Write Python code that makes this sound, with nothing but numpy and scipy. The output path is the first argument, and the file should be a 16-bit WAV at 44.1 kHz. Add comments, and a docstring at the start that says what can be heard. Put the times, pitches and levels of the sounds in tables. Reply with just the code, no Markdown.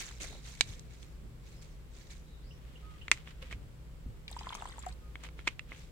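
"""Outdoors in a yard, close to a phone's two microphones, with a low far-off rumble and faint birds behind.
First a thin plastic bottle of soapy water is rocked: foam swishes, the liquid gulps, the wall snaps.
About three seconds in, the cap rubs on its thread and cracks open with a puff of trapped air.
A short stream then dribbles into a basin of water, driving in bubbles that ring as plops and spray.
Last, the cap is turned and clicks back on."""
import sys
import numpy as np
from scipy import signal
from scipy.fft import rfft, irfft
from scipy.io import wavfile
from scipy.ndimage import uniform_filter1d

SR = 44100
rng = np.random.default_rng(int(sys.argv[2]) if len(sys.argv) > 2 else 0)


def unload_wav(signal):
    """Save mono or channel-first audio to the path in sys.argv[1] as 16-bit WAV at rate SR, clipped to [-1, 1]."""
    wavfile.write(
        sys.argv[1],
        SR,
        np.round(np.clip(np.atleast_2d(signal).T, -1, 1) * 32767).astype(np.int16),
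    )


N = 260631
TIME = np.arange(N) / SR

# Sound from all round the phone. Each row: frequency in Hz, correlation between the two microphones.
MIC_LIKENESS = [(60, .78), (300, .72), (640, .3), (1400, -.1), (3000, 0)]
# The microphone ports colour the treble differently; close sources take a share of this.
# Each row: frequency in Hz, left minus right in dB.
MIC_PORTS = [(200, 0.5), (1300, 4.5), (2500, -0.5), (4200, -3), (6200, -6.5), (8200, 10), (11000, -2.5),
             (15000, 3)]
# Humps of rumble, far off. Each row: centre in Hz, nominal width in Hz, level in dB.
RUMBLE_HUMPS = [(36.4, 39, -54.5), (57.3, 11, -53.5), (90, 130, -65), (123.1, 14, -63.5), (155.1, 7.9, -64)]
# Spectra of the open air, the foam, the swinging liquid, the cap's thread and the splash in the basin.
# Each row: frequency in Hz, relative spectral level in dB.
AIR_SPECTRUM = [(100, -33), (170, -6.5), (283, -13.5), (329, -14), (508, -14.5), (559, -16), (614, -21.5),
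                (815, -23), (1210, -23.5), (1730, -26), (2130, -26), (4810, -32.5), (7560, -38),
                (15500, -39.5)]
FOAM_SPECTRUM = [(150, -30), (250, -7.5), (400, -14), (700, -14), (1250, -14), (1790, -8.5), (2760, -11),
                 (3900, -7.5), (5200, -11.5), (7300, -10.5), (9000, -17.5), (11600, -27.5), (15500, -31)]
GULP_SPECTRUM = [(30, 5), (70, 15), (130, 6.5), (300, -6.5), (500, -16), (1200, -45), (4000, -81.5)]
THREAD_SPECTRUM = [(300, -16), (1000, -8), (1600, -5), (2200, -5.5), (3200, -4.5), (5000, -15.5),
                   (7500, -18.5), (10000, -27.5), (15000, -37)]
SPLASH_SPECTRUM = [(350, -47), (600, -31), (716, -14), (993, -12.5), (1430, -19), (2070, -13),
                   (2720, -17.5), (3420, -12.5), (4560, -19.5), (4880, -16), (5660, -24), (6060, -19),
                   (7330, -17), (9500, -25.5), (12100, -41), (15500, -50)]
# Foam surging along the bottle wall. 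Each row: crest in seconds, length in seconds, relative level in dB.
FOAM_SURGES = [(.005, 0.033, -41), (.075, 0.094, -58.5), (.204, .014, -47), (.223, 0.055, -44),
               (.33, 0.062, -60), (.48, 0.14, -52.5), (.615, 0.084, -57), (.695, 0.085, -53),
               (.93, 0.11, -63), (1.028, 0.033, -60.5), (1.48, 0.16, -65), (1.626, 0.03, -57.5),
               (1.975, 0.16, -61.5), (2.108, 0.034, -55), (5.78, 0.1, -62.5)]
# Runs of larger bubbles, in the bottle and later under the stream.
# Each row: start in seconds, length in seconds, level in dB, centre pitch in Hz, spread in octaves.
GURGLE_RUNS = [(0.005, .12, -59, 1900, 1.2), (0.198, 0.065, -55, 380, 1.4), (.198, 0.069, -55, 1900, 1.2),
               (0.299, 0.077, -57.5, 550, 3.2), (4.44, .26, -56, 1500, 1.9),
               (4.819, 0.089, -58.5, 1800, .8)]
# The liquid swinging from end to end. Each row: crest in seconds, length in seconds, level in dB.
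LIQUID_SWINGS = [(.25, 0.21, -58), (.68, 0.2, -52), (1.25, 0.1, -47.5), (3.54, 0.17, -46.5),
                 (4.08, 0.083, -48.5)]
# Gliding calls of distant birds. Each row: start in seconds, length in seconds, first pitch in Hz,
# last pitch in Hz, arch in Hz, amount of pitch blur, level in dB.
BIRD_CALLS = [(0.282, 0.14, 4150, 3740, -1, 0.028, -57), (1.54, 0.12, 4910, 5250, 201.5, .012, -67),
              (2.25, 0.2, 3950, 3500, 60, .024, -68.5), (2.413, 0.19, 3700, 5550, 700, 0.028, -66),
              (2.82, .19, 1259, 1165, 35, .011, -58.5), (5.009, 0.12, 1252, 1236, -5, .02, -65.5)]
# One bird repeating a short, rough chirp. Each row: start in seconds, level in dB.
BIRD_CHIRPS = [(2.507, -55), (2.754, -54.5), (3.013, -49)]
# A short gulp of the liquid, then soft knocks of bottle and hand. # Each row: start in seconds, level in dB,
# pitch in Hz, time to fade by 60 dB in seconds.
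SOFT_BUMPS = [(.305, -40, 520, 0.014), (0.691, -34, 102, 0.095), (3.426, -43.5, 520, 0.079),
              (4.061, -33.5, 227, 0.036), (4.061, -31, 58, 0.11), (4.084, -34.5, 114.4, 0.11)]
# Snaps of the wall and clicks of the cap, close to the phone. Each row: start in seconds, level in dB,
# local ring in Hz, its level in dB, treble in dB, bass in dB, left minus right in dB.
WALL_SNAPS = [(0.6090, -15, 3800, -4, -2, 1.5, -4.5), (0.7948, -47.5, 3070, -1, 18, 0, -5),
              (1.029, -49, 3210, 9, 6, 1, 1)]
CAP_CLICKS = [(3.0812, -33.5, 2240, -14, -18.5, -5, -1.5), (3.1149, -12, 2130, 6.5, -1.5, -3, 0.5),
              (3.1212, -33, 2080, 0, -16, 7, 0), (3.174, -47.5, 2170, 0, -5, -7, -2),
              (3.274, -45, 3030, -2, -23, 4, 1), (3.511, -43, 1990, 7, -10.5, -2, 1),
              (3.526, -38, 2240, 11, -4.5, 17, -5.5), (3.531, -43, 2030, 16, -17, -3, -6),
              (5.1552, -38, 1520, -7.5, -23, 1, 0.5), (5.237, -45, 2170, -6, 1, 8, 6),
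              (5.2485, -45, 2200, 5, -13, 12, -4), (5.2665, -50, 2310, -1, -10, 9, -1),
              (5.288, -49.5, 2280, -6, -13, 9, -10), (5.391, -44.5, 1780, -3, -22, 14, -8),
              (5.4717, -35.5, 1090, 3, -9, 3, -1), (5.4747, -21.5, 2370, -1, -13.5, 2.5, -2),
              (5.478, -24.5, 2280, 5, -4.5, 1, -5.5), (5.486, -37, 2850, 5, -5, 12, -2),
              (5.5933, -34.5, 2530, 4.5, -13.5, -5, -7.5), (5.7185, -38, 2060, 11, -35, 14.5, -0.5),
              (5.726, -47.5, 2500, 2, -20, 7, -1)]
# Modes of the wall, and of the cap and neck. Each row: centre in Hz, width in Hz, relative level in dB.
WALL_MODES = [(330, 300, -16), (757, 370, -14), (1650, 150, -5), (2286, 155, -1), (2580, 232, -4),
              (3700, 430, -1), (4140, 230, -3.5), (4550, 202, -5.5), (5800, 490, -13), (6600, 650, -12),
              (7750, 900, -9.5), (9900, 460, -15)]
NECK_MODES = [(330, 170, -11.5), (557, 120, -23), (1005, 140, -12.5), (1200, 220, -7.5), (1380, 109, -7),
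              (1738, 198, -7), (2170, 200, -.5), (2410, 180, -7), (3404, 460, -6), (4300, 690, -11.5),
              (5450, 2400, -16.5), (6840, 1200, -9), (7800, 490, -14), (9800, 390, -21.5)]
# Turns of the cap on its thread. Each row: crest in seconds, length in seconds, level in dB.
CAP_TURNS = [(2.83, 0.97, -66.5), (3.174, 0.052, -56.5), (3.278, 0.064, -58), (3.308, 0.013, -56.5),
             (3.427, .025, -51), (3.465, 0.077, -59), (3.522, 0.036, -52.5), (5.212, 0.034, -58.5),
             (5.247, 0.042, -51), (5.39, 0.057, -61), (5.474, 0.086, -57), (5.728, 0.14, -57.5)]
# Air pockets driven into the basin, and single drops.
# Each row: start in seconds, relative level in dB, pitch in Hz, time to fade by 60 dB in seconds.
BASIN_PLOPS = [(4.2797, -33, 2310, 0.016), (4.28, -32, 3830, 0.013), (4.314, -32, 7960, 0.004),
               (4.3147, -45, 745, 0.025), (4.3273, -35.5, 3830, 0.017), (4.3655, -34, 960, 0.037),
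               (4.391, -35.5, 2400, 0.011), (4.39, -36, 5040, 0.02), (4.4100, -36.5, 860, 0.032),
               (4.4315, -39, 3220, .014), (4.4632, -42.5, 2040, 0.016), (4.4694, -31.5, 1000, 0.042),
               (4.491, -33.5, 3420, 0.022), (4.5049, -33, 990, 0.016), (4.524, -41, 3400, 0.016),
               (4.525, -36.5, 980, 0.048), (4.529, -37, 3150, 0.028), (4.53, -37, 2100, .02),
               (4.5425, -41, 3000, .01), (4.545, -34, 5990, .004), (4.5502, -29, 5730, 0.0037),
               (4.5507, -38, 2320, 0.0054), (4.5533, -34, 8200, .004), (4.551, -32, 895, 0.014),
               (4.569, -42, 880, .016), (4.6225, -29, 930, 0.017), (4.6554, -31.5, 964, 0.023),
               (4.688, -41, 8300, 0.0082), (4.7215, -44, 3420, .017), (4.7821, -38, 923, 0.024),
               (4.7913, -37.5, 7330, 0.03), (4.826, -42, 3900, 0.007), (4.826, -41, 7400, 0.0097),
               (4.836, -41.5, 1160, 0.017), (4.862, -37.5, 7340, 0.01), (4.8653, -28, 728, 0.065),
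               (4.883, -41, 7390, .01), (4.8882, -39, 3700, 0.007), (4.925, -42, 4200, .012)]

FLEX_HZ = (1500, 2800, 4300, 7200)  # bending waves linger in the plastic round these frequencies
POUR_START_S, POUR_FULLEST_S, POUR_END_S = 4.28, 4.576, 4.945
POUR_LENGTH_S = POUR_END_S - POUR_START_S


def undb(db):
    """Decibels to gain."""
    return 10 ** (np.asarray(db) / 20)


def unit(x):
    """Scale to rms 1."""
    return x / np.sqrt(np.mean(x ** 2) + 1e-20)


def fade(age, t60):
    """Decay that loses 60 dB in t60 seconds."""
    return np.exp(-np.log(1000) * age / t60)


def pan(db):
    """Microphone gains for a left minus right level difference."""
    return undb(np.array([[db], [-db]]) / 2)


def add(out, start_s, x):
    """Mix a sound in at a time."""
    i = max(int(start_s * SR), 0)
    out[:, i:i + x.shape[-1]] += x[..., :max(N - i, 0)]


def bins(size):
    """Frequencies of a spectrum in Hz."""
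    return np.fft.rfftfreq(size, 1 / SR)


def over_hz(points, hz):
    """Read (Hz, value) points on a log-frequency axis."""
    f, value = np.transpose(points)
    return np.interp(np.log(hz + 1), np.log(f), value)


def colour(x, spectrum):
    """Give a sound a spectrum, at rms 1."""
    return unit(irfft(rfft(x) * undb(over_hz(spectrum, bins(N))), N))


def resonance(f, hz, width):
    """Complex response of one mode, gain 1 at its centre."""
    return 1j * f * width / (hz ** 2 - f ** 2 + 1j * f * width)


def resonate(x, hz, width, order=1):
    """Pass a sound through one mode, order times over, at rms 1."""
    size = x.shape[-1]
    return unit(irfft(rfft(x) * resonance(bins(size), hz, width) ** order, size))


def body(modes, f):
    """Gain of a set of modes, added by power."""
    return np.sqrt(sum(abs(undb(db) * resonance(f, hz, width)) ** 2 for hz, width, db in modes))


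def sharp_response(gain):
    """The causal response with these gains whose energy arrives earliest, as in a hit."""
    cepstrum = irfft(np.log(gain + 1e-6))
    half = cepstrum.shape[-1] // 2
    fold = np.r_[1, np.full(half - 1, 2), 1, np.zeros(half - 1)]
    return irfft(np.exp(rfft(cepstrum * fold)))


def diffuse():
    """Noise from all round: alike on both microphones in the bass only."""
    mid, side = rfft(rng.standard_normal((2, N)))
    likeness = over_hz(MIC_LIKENESS, bins(N))
    return irfft(mid * np.sqrt(1 + likeness) + side * np.sqrt(1 - likeness) * np.array([[1], [-1]]), N)


def wander(per_s):
    """Smooth random drift at rms 1."""
    hold = max(int(SR / per_s), 2)
    steps = np.repeat(rng.standard_normal(N // hold + 1), hold)
    return unit(uniform_filter1d(steps, hold)[:N])


def crackle(per_s, spread_db):
    """Random tiny clicks of uneven size on two channels."""
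    ticks = (rng.random((2, N)) < per_s / SR) * rng.choice([-1, 1], (2, N))
    return ticks * undb(spread_db * np.minimum(rng.exponential(size=(2, N)), 4))


def swells(rows, tail_db, tail_t60, rise_share=.3):
    """Gain of a series of movements: each rises quickly, falls more slowly and leaves a weaker tail."""
    power = np.zeros(N)
    for crest_s, length, db in rows:
        age = TIME - crest_s
        width_s = length * np.where(age < 0, rise_share, 1 - rise_share)
        hump = np.exp(-(age / width_s) ** 2)
        tail = (age > 0) * (1 - hump) * undb(tail_db) * fade(abs(age), tail_t60)
        power += (undb(db) * (hump + tail)) ** 2
    return np.sqrt(power)


def ring(hz, t60, glide, attack_s, lag_s):
    """A fading tone, lag_s later on the left; a positive glide is the rise of a bubble surfacing."""
    delays = np.array([[max(lag_s, 0)], [max(-lag_s, 0)]])
    t = np.maximum(np.arange(int((t60 + .003) * SR)) / SR - delays, 0)
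    phase = 2 * np.pi * hz * (t + glide * t ** 2 / (2 * t60))
    return np.sin(phase) * fade(t, t60) * (1 - np.exp(-t / attack_s))


def mic_ports(x, share):
    """Colour a close sound differently at the two microphone ports."""
    return irfft(rfft(x) * pan(share) ** over_hz(MIC_PORTS, bins(N)), N)


def yard(x, t60, delay_s):
    """Scattered reflections from ground and walls, with the energy of the direct sound."""
    t = np.arange(SR // 2) / SR
    tail = rng.standard_normal((2, len(t))) * fade(t, t60) * (t > delay_s)
    return signal.fftconvolve(x, tail / np.sqrt(np.sum(tail ** 2) / 2), axes=1)[:, :N]


def outdoors(air_db=-60):
    """Far machines rumble under soft, slowly wandering air noise from all round."""
    f, noise = bins(N), rfft(diffuse())
    rumble = sum(undb(db) * unit(irfft(noise * abs(resonance(f, hz, .59 * width)) ** 2, N))
                 for hz, width, db in RUMBLE_HUMPS)
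    return rumble + colour(diffuse(), AIR_SPECTRUM) * undb(air_db + .37 * wander(6.8))


def churn(x, flicker_db=2.7, size=256):
    """Pockets of froth open and close in hundredths of a second, so each band flickers on its own."""
    frames = signal.stft(x, nperseg=size)[2]
    patches = uniform_filter1d(rng.standard_normal(frames.shape[1:]), size=4, axis=0)
    patches = unit(uniform_filter1d(patches, size=4, axis=1))
    return unit(signal.istft(frames * undb(flicker_db * patches), nperseg=size)[1][:, :N])


def foam():
    """Soap films burst as the liquid slides; splashes tap the wall and ring the bottle's hollow."""
    films = colour(crackle(1700, spread_db=2), FOAM_SPECTRUM)
    hollow = resonate(crackle(280, spread_db=2.5), hz=2230, width=210)
    wall_ring = sharp_response(body(WALL_MODES, bins(4096)))
    taps = unit(signal.fftconvolve(crackle(200, spread_db=4.5), wall_ring[None], axes=1)[:, :N])
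    large_films = resonate(crackle(200, spread_db=3.5), hz=6200, width=2200, order=2)
    grains = undb(-10) * hollow + undb(-8) * (taps + large_films)
    froth = churn(undb(1.4 * wander(110)) * films + grains)
    surges = swells(FOAM_SURGES, tail_db=-6, tail_t60=.67)  # the tail is foam running back down
    resting_fizz = resonate(crackle(1200, spread_db=3), hz=7640, width=1600, order=2)
    return mic_ports(undb(1.5) * froth * surges + undb(-79) * resting_fizz, share=.365) * pan(-2)


def gurgles(per_s=220, cycles=7, spread_db=10):
    """Air churns through the liquid; the bubbles crowd each other, so each rings only a few cycles."""
    out = np.zeros((2, N))
    for start_s, length, db, centre_hz, octaves in GURGLE_RUNS:
        run, count = np.zeros((2, N)), max(int(per_s * length), 1)
        for k, (when, pitch, strength, place) in enumerate(rng.random((count, 4))):
            hz = centre_hz * 2 ** (octaves * (pitch - .5))
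            bubble = ring(hz, cycles / hz, glide=.15, attack_s=.0002, lag_s=.00067 * (place - .5))
            add(run, start_s + length * (k + when) / count, undb(spread_db * strength ** 2) * bubble)
        out += undb(db) * unit(run) * np.sqrt(length * SR / N)
    return out


def slosh():
    """The mass of liquid swings in the bottle with a low, wobbling gulp, then settles."""
    gulp = colour(diffuse(), GULP_SPECTRUM) * undb(2 * wander(40))
    return gulp * swells(LIQUID_SWINGS, tail_db=-6, tail_t60=.71)


def whistle(length, start_hz, end_hz, arch_hz, blur):
    """One gliding, arched note, loudest early on and blurred by distance, high notes most."""
    progress = np.linspace(0, 1, int(length * SR))
    bow = np.sin(np.pi * progress).clip(0)
    jitter = blur * start_hz / 2000 * wander(600)[:2 * len(progress)].reshape(2, -1)
    hz = (start_hz + (end_hz - start_hz) * progress + arch_hz * bow) * (1 + jitter)
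    return np.sqrt(2 * bow * (1 - progress)) * np.sin(2 * np.pi * np.cumsum(hz, axis=1) / SR)


def birds():
    """Thin whistles and rough chirps from far off, scattered by the yard."""
    out = np.zeros((2, N))
    for start_s, length, start_hz, end_hz, arch_hz, blur, db in BIRD_CALLS:
        add(out, start_s, undb(db) * whistle(length, start_hz, end_hz, arch_hz, blur))
    for start_s, db in BIRD_CHIRPS:
        add(out, start_s, undb(db) * whistle(.016, start_hz=2790, end_hz=3157, arch_hz=0, blur=.022))
    return (out + yard(out, t60=.14, delay_s=.00047)) / np.sqrt(2)


def bumps():
    """A short gulp of the liquid and soft, quickly damped knocks of bottle and hand, alike on both microphones."""
    out = np.zeros((2, N))
    for start_s, db, hz, t60 in SOFT_BUMPS:
        add(out, start_s, undb(db) * ring(hz, t60, glide=0, attack_s=.0022, lag_s=0))
    return out


def plastic_clicks(rows, modes, scatter, scatter_s, ring_q, crack_db, lag_s=.00008, size=4096):
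    """Thin plastic gives way: a jolt and a scatter of creases drive its modes and one local ring."""
    out, f, t = np.zeros((2, N)), bins(size), np.arange(size) / SR
    ports = pan(1) ** over_hz(MIC_PORTS, f) * undb(over_hz([(8800, 4), (11500, -11.5)], f))
    late_right = np.exp(-2j * np.pi * f * np.array([[0], [lag_s]]))
    fine = f / (f + 1500)  # the creases are tiny and hardly move the low modes
    # all-pass: the flexing shell spreads the jolt out without colouring it
    flex = np.prod([1 - 2 * resonance(f, hz, .32 * hz) for hz in FLEX_HZ], axis=0)
    crease_envelope = scatter * np.exp(-t / scatter_s) * np.minimum(t / .0012, 1)
    for start_s, db, ring_hz, ring_db, treble_db, bass_db, pan_db in rows:
        drive = 1 + fine * rfft(rng.standard_normal((2, size)) * crease_envelope)
        tilt = undb(over_hz([(600, bass_db), (1800, .0024), (2700, 0), (6000, treble_db)], f))
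        gain = body(modes + [(5500, 6000, crack_db), (ring_hz, ring_hz / ring_q, ring_db)], f)
        shell = rfft(sharp_response(gain * tilt * ports))
        click = irfft(drive * shell * flex * late_right)[:, :size // 2]
        click /= np.sqrt(np.sum(click ** 2) / (2 * .0024 * SR))  # the energy of 2.4 ms at rms 1
        add(out, start_s, click * undb(db) * pan(pan_db))
    return out


def wall_snaps():
    """The bottle's thin wall snaps as it is rocked, close to the phone."""
    return plastic_clicks(WALL_SNAPS, WALL_MODES, scatter=.16, scatter_s=.0023, ring_q=9.6, crack_db=-18)


def cap_thread():
    """The cap sticks and slips on its thread; now and then a larger slip ticks in the neck."""
    rub = colour(crackle(1300, spread_db=3), THREAD_SPECTRUM) * undb(2 * wander(65))
    slips = resonate(crackle(110, spread_db=2.5), hz=2200, width=700)
    turns = swells(CAP_TURNS, tail_db=-24, tail_t60=.33)  # the fingers rub on as they let go
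    return (rub + undb(-7) * slips) * turns


def cap_clicks():
    """The cap cracks open and later clicks back on, ringing the neck."""
    return plastic_clicks(CAP_CLICKS, NECK_MODES, scatter=.26, scatter_s=.0017, ring_q=6.9, crack_db=-30)


def air_puff(start_s=3.117, db=-41.5, t60=.125):
    """Trapped air hisses out as the seal lets go."""
    age = np.maximum(TIME - start_s, 0)
    return colour(diffuse(), FOAM_SPECTRUM) * undb(db) * (age > 0) * fade(age, t60)


def plops(centre_hz=980, slap_s=.0039):
    """Air pockets ring in the basin, each with a wet slap; the smaller, the further left it is heard."""
    out, t = np.zeros((2, N)), np.arange(SR // 20) / SR
    for start_s, db, hz, t60 in BASIN_PLOPS:
        octaves = np.log2(hz / centre_hz)
        bubble = ring(hz, t60, glide=.044, attack_s=.00068, lag_s=.0001)
        add(out, start_s, undb(db - .5) * pan(2 * octaves) * bubble)
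        # the smaller the drop, the higher and weaker its slap
        slap = resonate(rng.standard_normal((2, len(t))), hz=1.022 * hz, width=.55 * hz, order=2)
        add(out, start_s, undb(db - 6 - 2.6 * octaves) * slap * np.exp(-t / slap_s))
    return out


def flow(peak_db=-52.5, swell_db_per_s=11.5, sag_db_per_s=19, attack_s=.016, release_s=.013):
    """Gain of the stream: it starts abruptly, swells, slackens and is cut off as the bottle tips back."""
    onset = np.clip((TIME - POUR_START_S) / attack_s, 0, 1)
    cutoff = np.clip((POUR_END_S - TIME) / release_s, 0, 1)
    age = TIME - POUR_FULLEST_S
    return onset * cutoff * undb(peak_db + np.minimum(swell_db_per_s * age, -sag_db_per_s * age))


def splash(count=600, spread_db=13):
    """The stream hits the water and throws a spray of small, briefly ringing bubbles over a fine wash."""
    spray = np.zeros((2, N))
    for k, (when, pitch, sustain, strength, place) in enumerate(rng.random((count, 5))):
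        hz = 800 * 12 ** pitch
        t60 = .003 + (6 + 24 * sustain) / hz
        bubble = ring(hz, t60, glide=.053, attack_s=.00011, lag_s=.00045 * (place - .5))
        start_s = POUR_START_S + POUR_LENGTH_S * (k + when) / count
        add(spray, start_s, undb(spread_db * strength ** 3) * np.sqrt(hz) * bubble)
    spray = colour(spray, SPLASH_SPECTRUM) * np.sqrt(POUR_LENGTH_S * SR / N)  # rms 1 during the pour
    wash = colour(crackle(2700, spread_db=4), SPLASH_SPECTRUM)
    return flow() * mic_ports(undb(-3) * spray + undb(-9) * wash, share=.71)


def suds(count=40, faintest_db=-56, spread_db=12):
    """Soap films on the basin burst in tiny high ticks, to the left, while the stream disturbs them."""
    out = np.zeros((2, N))
    for k, (when, pitch, strength, sustain) in enumerate(rng.random((count, 4))):
        hz, t60 = 6400 + 2200 * pitch, .005 + .013 * sustain
        tick = ring(hz, t60, glide=-.06, attack_s=.00008, lag_s=.00005)
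        start_s = POUR_START_S + POUR_LENGTH_S * (k + when) / count
        add(out, start_s, tick * undb(faintest_db + spread_db * strength ** 3) * pan(8))
    return out


def scene():
    """Bottle and basin close to the phone, a little of the yard round them, birds and rumble far off."""
    bottle = wall_snaps() + cap_clicks() + air_puff() + foam() + cap_thread()
    near = bottle + plops() + splash() + gurgles() + suds()
    reflections = undb(-18.5) * yard(near, t60=.1, delay_s=.0039)
    return near + reflections + slosh() + bumps() + birds() + outdoors()


def record(dry):
    """The phone cuts the treble above 15.8 kHz."""
    return signal.sosfilt(signal.ellip(8, .2, 70, 15800, fs=SR, output="sos"), dry)


dry = scene()
out = record(dry)
unload_wav(out)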